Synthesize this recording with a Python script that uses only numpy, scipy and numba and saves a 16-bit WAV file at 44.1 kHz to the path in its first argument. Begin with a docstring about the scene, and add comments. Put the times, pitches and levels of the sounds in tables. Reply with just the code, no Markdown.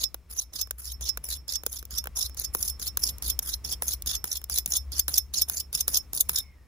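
"""Outdoors by a quiet street, a straight razor is stropped to and fro on an open palm, close under a phone.
Each stroke lands with a tick and a soft clap (noise bursts), hisses and rasps over the skin (grainy noise,
a sliding resonance), catches here and there, and flicks off so that the thin blade rings (decaying sines).
Far off lie an engine of two wavering lines, a murmur of filtered noise and a thin whine.
Two microphone ports hear it, the right one nearer and resonant."""
import sys
import numpy as np
from scipy import signal
from scipy.fft import rfft, irfft
from scipy.io import wavfile
from scipy.ndimage import uniform_filter1d
from numba import njit

SR = 44100
rng = np.random.default_rng(int(sys.argv[2]) if len(sys.argv) > 2 else 0)


def master_out(mix):
    """Clip the mix to full scale and print it as 16-bit PCM to the path in sys.argv[1]."""
    frames = np.transpose(np.atleast_2d(mix))
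    ceiling = np.clip(frames, -1, 1)
    pcm = np.round(ceiling * 32767).astype(np.int16)
    wavfile.write(sys.argv[1], SR, pcm)


N = 294147
T = np.arange(N) / SR

# Far whine. Each row: time in seconds, centre in Hz, level in dB.
WHINE = [(6.2, 2300, -83), (6.42, 2220, -64.5), (6.52, 2130, -65), (6.6, 1850, -71), (6.67, 1780, -74)]
# Street murmur over time. Each row: time in seconds, level in dB before its wander and the pan.
STREET_LEVEL = [(0, -51), (.25, -56.5), (.6, -52), (1.5, -50.5), (2.5, -47.5), (3.3, -45.5), (4.2, -48.5),
                (5.2, -53), (6, -48), (6.67, -53)]
# Distant engine, two lines creeping upward. Each row: first pitch in Hz, rise in Hz per second,
# level in dB about the engine's.
ENGINE_LINES = [(61.6, 1.3, -2.5), (55.2, 0.31, -7)]
# Engine over time. Each row: time in seconds, level in dB before its waver and the pan.
ENGINE_LEVEL = [(0, -47), (.5, -52), (1, -39), (1.5, -47.5), (2, -43), (3, -44), (4, -43.5), (5, -40),
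                (5.5, -47.5), (6, -51.5), (6.67, -52)]
# Spectra of the noises; only the shape counts. Each row: frequency in Hz, density in dB per Hz.
STREET = [(20, -15), (48, 7), (75, 4.5), (110, -7.5), (200, -14.5), (400, -21.5), (800, -27.5), (1150, -25),
          (1600, -32.5), (2150, -29.5), (3000, -35.5), (6000, -39), (15800, -41), (16500, -98)]
BUMP = [(70, -25.5), (130, 3.5), (210, -2), (330, -12.5), (600, -28.5), (1500, -36)]
TICK = [(5000, -43), (7500, -30.5), (9200, 2.5), (10500, 1.5), (13000, 6), (13900, -9), (15300, 7.5),
        (16300, -13.5), (17000, -50.5)]
CLAP = [(350, -11.5), (750, -6.5), (1100, -0.5), (1500, 2.5), (2000, -6.5), (3200, -6.5), (6000, -37.5)]
THUD = [(70, -5.5), (150, -4), (280, -3.5), (450, 5.5), (700, -2), (1200, -20), (3000, -37)]
HISS = [(5500, -34.5), (7200, -4), (8200, -10.5), (10200, 7.5), (12600, 1.5), (13900, -3.5), (15300, 8),
        (15750, -26), (16100, -53)]
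RASP = [(1800, -17), (2500, -7), (3000, -7), (3500, 2), (4600, -0.5), (5400, 0), (6400, 7.5), (7300, 5.5),
        (8600, -10), (11000, -47.5)]
RUB = [(80, -25), (180, 1), (350, -2), (800, 2.5), (1200, 6), (2200, -1.5), (3500, -2.5), (6000, -40)]
# The blade's modes above its main ring. Each row: frequency in Hz when the ring is at BLADE_HZ,
# relative level in dB, time to fall 60 dB in seconds.
BLADE = [(3530, -5, .055), (4810, -2, .045), (6230, -2, .04), (7730, -4, .05), (9555, 0, .07),
         (11785, 4, .1), (13300, -7, .06), (15190, 1, .06)]
# Strokes towards the wrist, set down lightly, swelling and flicked off. Each row: start, end and hardest
# pressure in seconds (if past the end, it is never reached), rasp pitch there in Hz, then in dB: touch,
# scrape, flick, ring and brightness (added to the hiss). Scrape, flick and ring are reference levels.
INWARD = [(0, .04, 0.013, 3800, -42, -30, -18, -16, -5.5),
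          (.532, 0.615, 0.554, 4220, -50, -32.5, -18.5, -19, -5.5),
          (1.01, 1.092, 1.05, 3850, -30, -31.5, -21.5, -24.5, -5.5),
          (1.481, 1.559, 1.52, 3970, -31, -31.5, -24, -30.5, -5),
          (1.908, 1.984, 2.01, 4420, -35, -31.5, -20, -22.5, -4.5),
          (2.373, 2.448, 2.55, 4640, -29.5, -31.5, -25, -23.5, -2),
          (2.797, 2.878, 2.86, 3800, -27.5, -31.5, -23.5, -35, -1.5),
          (3.224, 3.302, 3.28, 3930, -23.5, -30, -19, -39, 1),
          (3.647, 3.727, 3.8, 4300, -30, -29, -24, -60, -2),
          (4.061, 4.154, 4.04, 3980, -25, -28.5, -21.5, -34.5, -3),
          (4.498, 4.586, 4.56, 4810, -21, -28.5, -18, -35, 0),
          (4.92, 4.997, 5.12, 3600, -28, -30, -13, -40, -3.5),
          (5.338, 5.42, 5.3, 4920, -26.5, -29.5, -15, -27.5, -0.5),
          (5.729, 5.809, 5.75, 4160, -26.5, -30, -19, -44, 0.5),
          (6.133, 6.209, 6.4, 4300, -20.5, -33.5, -14.5, -51, 3.5)]
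# Strokes towards the fingers: slap on the heel of the hand, glide, bite, run off. Each row: slap, glide,
# bite and end in seconds, then in dB: steel tick, skin clap, palm thud, bite, scrape, flick, ring and
# brightness (added to the hiss). Bite, scrape, flick and ring are reference levels.
OUTWARD = [(0.1439, 0.302, 0.38, .42, -25.5, -41, -45.5, -41, -37, -43, -50, 2),
           (0.7092, .785, .856, .921, -20, -41.5, -51, -34, -41, -34.5, -42, 3.5),
           (1.1734, 1.242, 1.304, 1.356, -23.5, -41, -42.5, -27.5, -35.5, -52, -50, 2.5),
           (1.664, 1.657, 1.729, 1.792, -13.5, -42.5, -41.5, -33.5, -41.5, -44, -61, 4),
           (2.0713, 2.158, 2.172, 2.262, -27.5, -37.5, -51, -29.5, -32, -40.5, -49, 2.5),
           (2.549, 2.537, 2.628, 2.7, -17, -33.5, -32.5, -23, -40, -32.5, -37, 8),
           (2.972, 2.993, 3.038, 3.096, -13.5, -35.5, -54, -20.5, -34.5, -36, -43, 4),
           (3.391, 3.426, 3.476, 3.537, -14, -42, -52, -36.5, -31.5, -56, -55, 2.5),
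           (3.822, 3.822, 3.882, 3.936, -18.5, -36, -39, -23.5, -34, -27, -63, 3.5),
           (4.242, 4.251, 4.317, 4.371, -18.5, -42.5, -46.5, -23.5, -34, -26.5, -46, 0.5),
           (4.66, 4.677, 4.722, 4.769, -14.5, -52, -48.5, -22, -30.5, -19, -26, 2.5),
           (5.0813, 5.084, 5.142, 5.182, -14, -37, -43.5, -20, -30.5, -15, -35, 1.5),
           (5.4974, 5.487, 5.571, 5.603, -15.5, -45.5, -54, -24, -31.5, -25, -43, 1),
           (5.88, 5.88, 5.946, 5.973, -12, -40.5, -44.5, -16.5, -28, -18, -31.5, 2),
           (6.2935, 6.291, 6.36, 6.388, -12.5, -35, -43.5, -20.5, -29.5, -23.5, -36, 2.5)]
# Stray taps as the blade is turned over. Each row: time in seconds, steel tick in dB, skin clap in dB.
TAPS = [(0.6727, -44, -59), (1.635, -31, -51.5), (1.8272, -36, -55.5), (1.853, -33.5, -68),
        (2.0408, -29.5, -48), (2.0567, -36, -48), (2.296, -37, -58.5), (2.346, -37.5, -65),
        (3.183, -34.5, -63), (4.022, -26, -77), (4.4157, -39, -57), (4.441, -26, -60)]
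# The edge snags hard on a crease. Each row: time in seconds, reference level in dB, brightness in dB.
SNAGS = [(1.063, -30, -8), (1.537, -27, -1), (2.398, -36.5, 18), (2.651, -35, 7), (3.898, -34.5, 4),
         (4.106, -29.5, -1), (4.329, -28, 10), (4.738, -22, -9), (5.957, -23.5, 3), (6.15, -40, 21),
         (6.165, -39, 17), (6.182, -31, 3.5)]

# friction about the scrape level, in dB: inward at start, hardest, end; outward at glide, grip, bite, end
IN_HISS_DB, IN_RASP_DB, IN_RUB_DB = (-9.5, 0.5, -5.5), (-10, -2, 1), (-25, -24, -22.5)
OUT_HISS_DB, OUT_RASP_DB = (-4, -9.5, -1, -5), (-12.5, -14.5, -3.5, 1.5)
OUT_RUB_DB = (-20, -24, -17.5, -25)
# the rasp's resonance: at an inward start and end, at the four outward points, and in a bite
IN_START_HZ, IN_END_HZ, OUT_RASP_HZ, BITE_HZ = 5650, 4700, (5040, 5870, 5370, 3800), 5450
RASP_Q, RASP_WANDER = 3.5, .1  # wander in natural log of pitch
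GRIP_S = 0.028  # the grip of an outward stroke starts to build this long before it bites
TOUCH_CLAP_DB, LIGHT_THUD_DB = -28, -2  # clap about a light touch's tick; thud about a light clap
GRIT_DB, GRIT_SPREAD_DB = -8.5, 1.5  # chance snags about the scrape (inward) or bite (outward)
BLADE_HZ, RING_SPREAD_HZ = 5360, 27
RING_T60_S, RING_REF_DB, RING_T60_DOUBLES_DB = .14, -34.5, 21.5  # the louder a ring, the faster it dies
# overtone level at RING_REF_DB, its spread, and its rise in dB per dB of the ring
OVERTONE_DB, OVERTONE_SPREAD_DB, OVERTONE_SHARE = -46.5, 5, 0.213
IN_RING_PAN_DB, OUT_RING_PAN_DB = -3, 3.5  # main ring, left minus right
TWIRL_DB, TWIRL_PER_S = 3, 45  # the ring flutters as the blade is turned
SLEEVE_LAG_S, SLEEVE_DB = .022, -25  # after each contact, about the scrape level
SCATTER_T60_S = .24
PORT_LAG = 8  # samples by which the left port hears later
TOP_HZ = 16700


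def undb(db):
    """Decibels to gain."""
    return 10 ** (np.asarray(db) / 20)


def unit(x):
    """Scale to rms 1."""
    return x / np.sqrt(np.mean(x ** 2))


def add(out, s, sound):
    """Mix a short sound in at time s."""
    i = max(int(s * SR), 0)
    out[:, i:i + sound.shape[-1]] += sound[..., :N - i]


def colour(x, points, size=1024):
    """Causal, minimum-phase filter through (Hz, dB) points that keeps the power of white noise."""
    hz, db = np.transpose(points)
    f = np.maximum(np.arange(size // 2 + 1) * SR / size, 1)
    cepstrum = irfft(np.log(undb(np.interp(np.log(f), np.log(hz), db))))
    # fold the cepstrum forward in time so that nothing sounds early
    cepstrum[1:size // 2] *= 2
    cepstrum[size // 2 + 1:] = 0
    response = irfft(np.exp(rfft(cepstrum)))
    response = response / np.linalg.norm(response)
    return signal.fftconvolve(x, response[None], axes=1)[:, :N]


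def pair(apart, count=N):
    """Two white noises of rms 1: alike at apart 0, unrelated at 1."""
    mid, side = rng.standard_normal((2, count))
    return np.array([mid + apart * side, mid - apart * side]) / np.sqrt(1 + apart ** 2)


def walk(rate):
    """Smooth random wander of spread 1, with about rate new values a second."""
    k = max(int(SR / rate), 2)
    steps = np.repeat(rng.standard_normal(N // k + 1), k)
    return unit(uniform_filter1d(steps, k)[:N])


@njit
def sweep(x, hz, q):
    """Band-pass whose centre moves every sample."""
    y = np.empty_like(x)
    for c in range(2):
        band, low = 0., 0.
        for i in range(x.shape[1]):
            g = np.tan(np.pi * hz[i] / SR)
            v = (band + g * (x[c, i] - low)) / (1 + g * (g + 1 / q))
            band, low, y[c, i] = 2 * v - band, low + 2 * g * v, v / q
    return y


def bursts(times, levels_db, rise_s, fall_s, span_s, apart):
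    """Clusters of micro-slips that swell to each time and die; the level is their rms over span_s."""
    out, lead = np.zeros((2, N)), .02
    t = np.arange(int(4 * lead * SR)) / SR - lead
    shape = np.exp(np.where(t < 0, t / rise_s, -t / fall_s))
    for s, db in zip(times, levels_db):
        slips = unit(pair(apart, count=len(t)) * shape)
        add(out, s - lead, slips * undb(db) * np.sqrt(span_s * SR / len(t)))
    return out


def whine():
    """A thin, narrow band of noise far away, sinking in pitch at the end."""
    s, hz, db = np.transpose(WHINE)
    band = sweep(pair(.5), np.interp(T, s, hz), 25.)
    return unit(band) * undb(np.interp(T, s, db))


def drone(hz, rise_hz_per_s, db, waver_db=2.5):
    """One wavering line of a far engine, a sine that creeps upward."""
    phase = 2 * np.pi * (np.cumsum(hz + rise_hz_per_s * T) / SR + rng.random())
    level_db = db + np.interp(T, *np.transpose(ENGINE_LEVEL)) + waver_db * walk(12)
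    return np.sqrt(2) * np.sin(phase) * undb(level_db)


def street():
    """Low rumble and a faint murmur with the far engine, a little to the left."""
    gain = undb(np.interp(T, *np.transpose(STREET_LEVEL)) + 1.44 * walk(9))
    murmur = colour(pair(.25), STREET, size=8192) * gain
    engine = sum(drone(*line) for line in ENGINE_LINES)
    return (murmur + engine) * undb(np.array([[1.0], [-1.0]]))


def sleeve():
    """Loose cloth flaps dully with the swing of the arm, just after each contact."""
    s, scrape_db = np.transpose([(start, db) for start, *_, db, _, _, _ in INWARD + OUTWARD])
    flaps = bursts(s + SLEEVE_LAG_S, scrape_db + SLEEVE_DB,
                   rise_s=0.0084, fall_s=0.0038, span_s=0.029, apart=0.15)
    return colour(flaps, BUMP)


def landings(rasp_db=-7):
    """Steel meets the palm: a sharp tick with some rasp, then the clap of skin and the thud of flesh."""
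    slaps = [(s, tick, clap, thud) for s, _, _, _, tick, clap, thud, *_ in OUTWARD]
    light = [(s, tick, tick + TOUCH_CLAP_DB) for s, _, _, _, tick, *_ in INWARD] + TAPS
    slaps += [(s, tick, clap, clap + LIGHT_THUD_DB) for s, tick, clap in light]
    s, tick_db, clap_db, thud_db = np.transpose(slaps)
    tick = bursts(s, tick_db, rise_s=0.00033, fall_s=0.00099, span_s=0.0011, apart=0.068)
    rasp = bursts(s, tick_db + rasp_db, rise_s=0.00031, fall_s=0.0027, span_s=0.00066, apart=1.0)
    clap = bursts(s + 0.00044, clap_db, rise_s=0.00013, fall_s=0.0018, span_s=0.015, apart=0.26)
    thud = bursts(s + 0.0011, thud_db, rise_s=0.00014, fall_s=0.0026, span_s=0.01, apart=0.18)
    return colour(tick, TICK) + colour(rasp, RASP) + colour(clap, CLAP) + colour(thud, THUD)


def chatter(x, q=45, direct_db=-3):
    """Quick slips on the nearly free blade take on the colour of its modes."""
    ringing = 0
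    for hz, db, _ in BLADE:
        ringing = ringing + undb(db) * signal.lfilter(*signal.iirpeak(hz, q, fs=SR), x, axis=1)
    return unit(unit(ringing) + undb(direct_db) * unit(x)) * x.std()


def blade_ring(flick_ring_db, pan_db):
    """The freed blade rings in its modes, each a dying sine; their pitch shifts together with the grip."""
    t = np.arange(int(.3 * SR)) / SR
    swell = 1 - np.exp(-t / 0.0007)
    main_hz = BLADE_HZ + RING_SPREAD_HZ * rng.standard_normal()
    main_t60 = RING_T60_S * 2 ** ((RING_REF_DB - flick_ring_db) / RING_T60_DOUBLES_DB)
    main_db = flick_ring_db - 8 + np.array([[pan_db], [0]])
    over_db = OVERTONE_DB + OVERTONE_SHARE * (flick_ring_db - RING_REF_DB)
    modes = [(main_hz, main_db, main_t60)]
    for hz, db, t60 in BLADE:
        mode_db = over_db + db + OVERTONE_SPREAD_DB * rng.standard_normal()
        modes.append((hz * main_hz / BLADE_HZ, mode_db, t60))
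    ring = np.zeros((2, len(t)))
    for hz, db, t60 in modes:
        wave = np.sqrt(2) * np.sin(2 * np.pi * (hz * t + rng.random()))
        ring += undb(db) * swell * wave * np.exp(-np.log(1000) * t / t60)
    return ring


def flicks(hiss_db=2.0, rasp_db=-1.0):
    """The edge chatters off the hand and the freed blade rings."""
    rows = [(end, db, ring, bright, IN_RING_PAN_DB) for _, end, *_, db, ring, bright in INWARD]
    rows += [(end, db, ring, bright, OUT_RING_PAN_DB) for _, _, _, end, *_, db, ring, bright in OUTWARD]
    s, db, _, bright, _ = np.transpose(rows)
    hiss = bursts(s - .001, db + bright + hiss_db, rise_s=0.0033, fall_s=0.0048, span_s=0.0018, apart=0.13)
    rasp = bursts(s - .001, db + rasp_db, rise_s=0.0022, fall_s=0.0036, span_s=0.0025, apart=0.59)
    rings = np.zeros((2, N))
    for end, _, ring_db, _, pan_db in rows:
        add(rings, end - .001, blade_ring(ring_db, pan_db))
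    flutter = undb(TWIRL_DB * walk(TWIRL_PER_S))
    return chatter(colour(hiss, HISS) + colour(rasp, RASP)) + rings * flutter


def squeaks(x, count=6):
    """Several spots of the edge grip at once; each sings in and out at its own drifting pitch."""
    out = 0
    for hz in np.geomspace(3150, 7000, count):
        centre = hz * np.exp(.07 * walk(35))
        out = out + sweep(np.ascontiguousarray(x), centre, 22.) * undb(5 * walk(60))
    return unit(out)


def rasping(x, times, hz, q, broad_db, wander, squeak_db=0):
    """The blade's pitch under the skin depends on where it is pressed: a resonance slides through the rasp."""
    centre = np.exp(np.interp(T, times, np.log(hz)) + wander * walk(70))
    broad = colour(x, RASP)
    broad = unit(broad) + undb(squeak_db) * squeaks(broad)
    ringing = sweep(np.ascontiguousarray(broad), np.clip(centre, 2000, 9000), float(q))
    return unit(unit(ringing) + undb(broad_db) * unit(broad)) * x.std()


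def catches(hiss_db=-3.5, rasp_db=-1, count=3):
    """The edge bites once on each way out and snags on creases and grit; it squeaks briefly and slips on."""
    rows = SNAGS + [(bite, db, bright) for _, _, bite, *_, db, _, _, _, bright in OUTWARD]
    # spans where small chance snags may fall
    spans = [(start, end, db, bright) for start, end, *_, db, _, _, bright in INWARD]
    spans += [(bite, end, db, bright) for _, _, bite, end, *_, db, _, _, _, bright in OUTWARD]
    for start, end, db, bright in spans:
        for _ in range(count):
            grit_db = db + GRIT_DB + GRIT_SPREAD_DB * rng.standard_normal()
            rows.append((rng.uniform(start, end), grit_db, bright))
    s, db, bright = np.transpose(rows)
    hiss = bursts(s - .0005, db + bright + hiss_db, rise_s=.0005, fall_s=0.0018, span_s=0.0021, apart=0.15)
    rasp = bursts(s - .0005, db + rasp_db, rise_s=0.0017, fall_s=0.0032, span_s=0.0021, apart=0.51)
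    rasp = rasping(rasp, [0], [BITE_HZ], q=RASP_Q, broad_db=-7, wander=RASP_WANDER, squeak_db=-5.5)
    return colour(hiss, HISS) + rasp


def courses():
    """For every stroke: its turning times, then hiss, rasp and rub dB and the rasp's Hz at those times."""
    rows = []
    for start, end, hardest, hz, _, db, _, _, bright in INWARD:
        hiss_db = db + bright + np.array(IN_HISS_DB)
        rasp_db, rub_db = db + np.array(IN_RASP_DB), db + np.array(IN_RUB_DB)
        rows.append(([start, hardest, end], hiss_db, rasp_db, rub_db, (IN_START_HZ, hz, IN_END_HZ)))
    for _, glide, bite, end, *_, db, _, _, bright in OUTWARD:
        times = [glide, max(bite - GRIP_S, glide), bite, end]
        hiss_db = db + bright + np.array(OUT_HISS_DB)
        rasp_db, rub_db = db + np.array(OUT_RASP_DB), db + np.array(OUT_RUB_DB)
        rows.append((times, hiss_db, rasp_db, rub_db, OUT_RASP_HZ))
    return zip(*sorted(rows, key=lambda row: row[0][0]))


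def pressure(times, levels_db, rise_db_per_s, fall_db_per_s):
    """Gain of the strokes: a quick rise, the course of the pressure, then fading as the blade lifts."""
    gain = np.zeros((1, N))
    for s, db in zip(times, levels_db):
        t = np.arange(max(s[0] - .02, 0), s[-1] + .12, 1 / SR)
        fade_db = rise_db_per_s * np.maximum(s[0] - t, 0) + fall_db_per_s * np.maximum(t - s[-1], 0)
        add(gain, t[0], undb(np.interp(t, s, db) - fade_db))
    return gain


def friction(ridge_db=3.5, grain_db=2.5, judder_db=2.5):
    """The edge slips over skin ridges in tiny grains; the gripping edge judders and rasps."""
    times, hiss_db, rasp_db, rub_db, hz = courses()
    grain = unit(undb(ridge_db * walk(170) + grain_db * walk(1500)))
    judder = unit(undb(judder_db * walk(170)))
    hiss = pressure(times, hiss_db, rise_db_per_s=3500, fall_db_per_s=741) * grain * pair(0.06)
    rasp = pressure(times, rasp_db, rise_db_per_s=3989.5, fall_db_per_s=1199.5) * grain * judder * pair(1.0)
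    rub = pressure(times, rub_db, rise_db_per_s=1489, fall_db_per_s=588) * grain * pair(0.47)
    rasp = rasping(rasp, np.concatenate(times), np.concatenate(hz),
                   q=RASP_Q, broad_db=-3.5, wander=RASP_WANDER, squeak_db=4)
    return undb(-0.5) * colour(hiss, HISS) + undb(-3) * rasp + undb(1.5) * colour(rub, RUB)


def palm_echo(x, delay_s=0.0004244, wander=0.313, share=0.63):
    """The palm mirrors the sound; as the blade moves, the comb of notches shifts, differently at each port."""
    mirrored = [np.interp(T - delay_s * np.exp(wander * walk(14)), T, channel) for channel in x]
    return (x + share * np.array(mirrored)) / np.sqrt(1 + share ** 2 / 2)


def surroundings(x, wet_db=-29):
    """Faint scatter from the ground, clothes and nearby walls: a decaying noise tail."""
    t = np.arange(SR // 3) / SR
    decay = np.exp(-np.log(1000) * t / SCATTER_T60_S) * (t > .003)
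    tail = unit(rng.standard_normal((2, len(t))) * decay) / np.sqrt(len(t))
    return x + undb(wet_db) * signal.fftconvolve(x, tail, axes=1)[:, :N]


def scene():
    """The razor is nearer the right port, so the left hears it a little later."""
    strokes = palm_echo(friction() + catches() + flicks())
    left, right = surroundings(strokes + landings())
    razor = np.array([np.pad(left, (PORT_LAG, 0))[:N], right])
    return whine() + street() + sleeve() + razor


def record(dry, port_hz=5380, port_q=15.9, port_boost=2.81):
    """The right microphone port resonates; the top is cut in both."""
    resonance = signal.lfilter(*signal.iirpeak(port_hz, port_q, fs=SR), dry[1])
    heard = np.array([dry[0], dry[1] + port_boost * resonance])
    return signal.sosfilt(signal.ellip(8, .2, 70, TOP_HZ, fs=SR, output="sos"), heard)


dry = scene()
out = record(dry)
master_out(out)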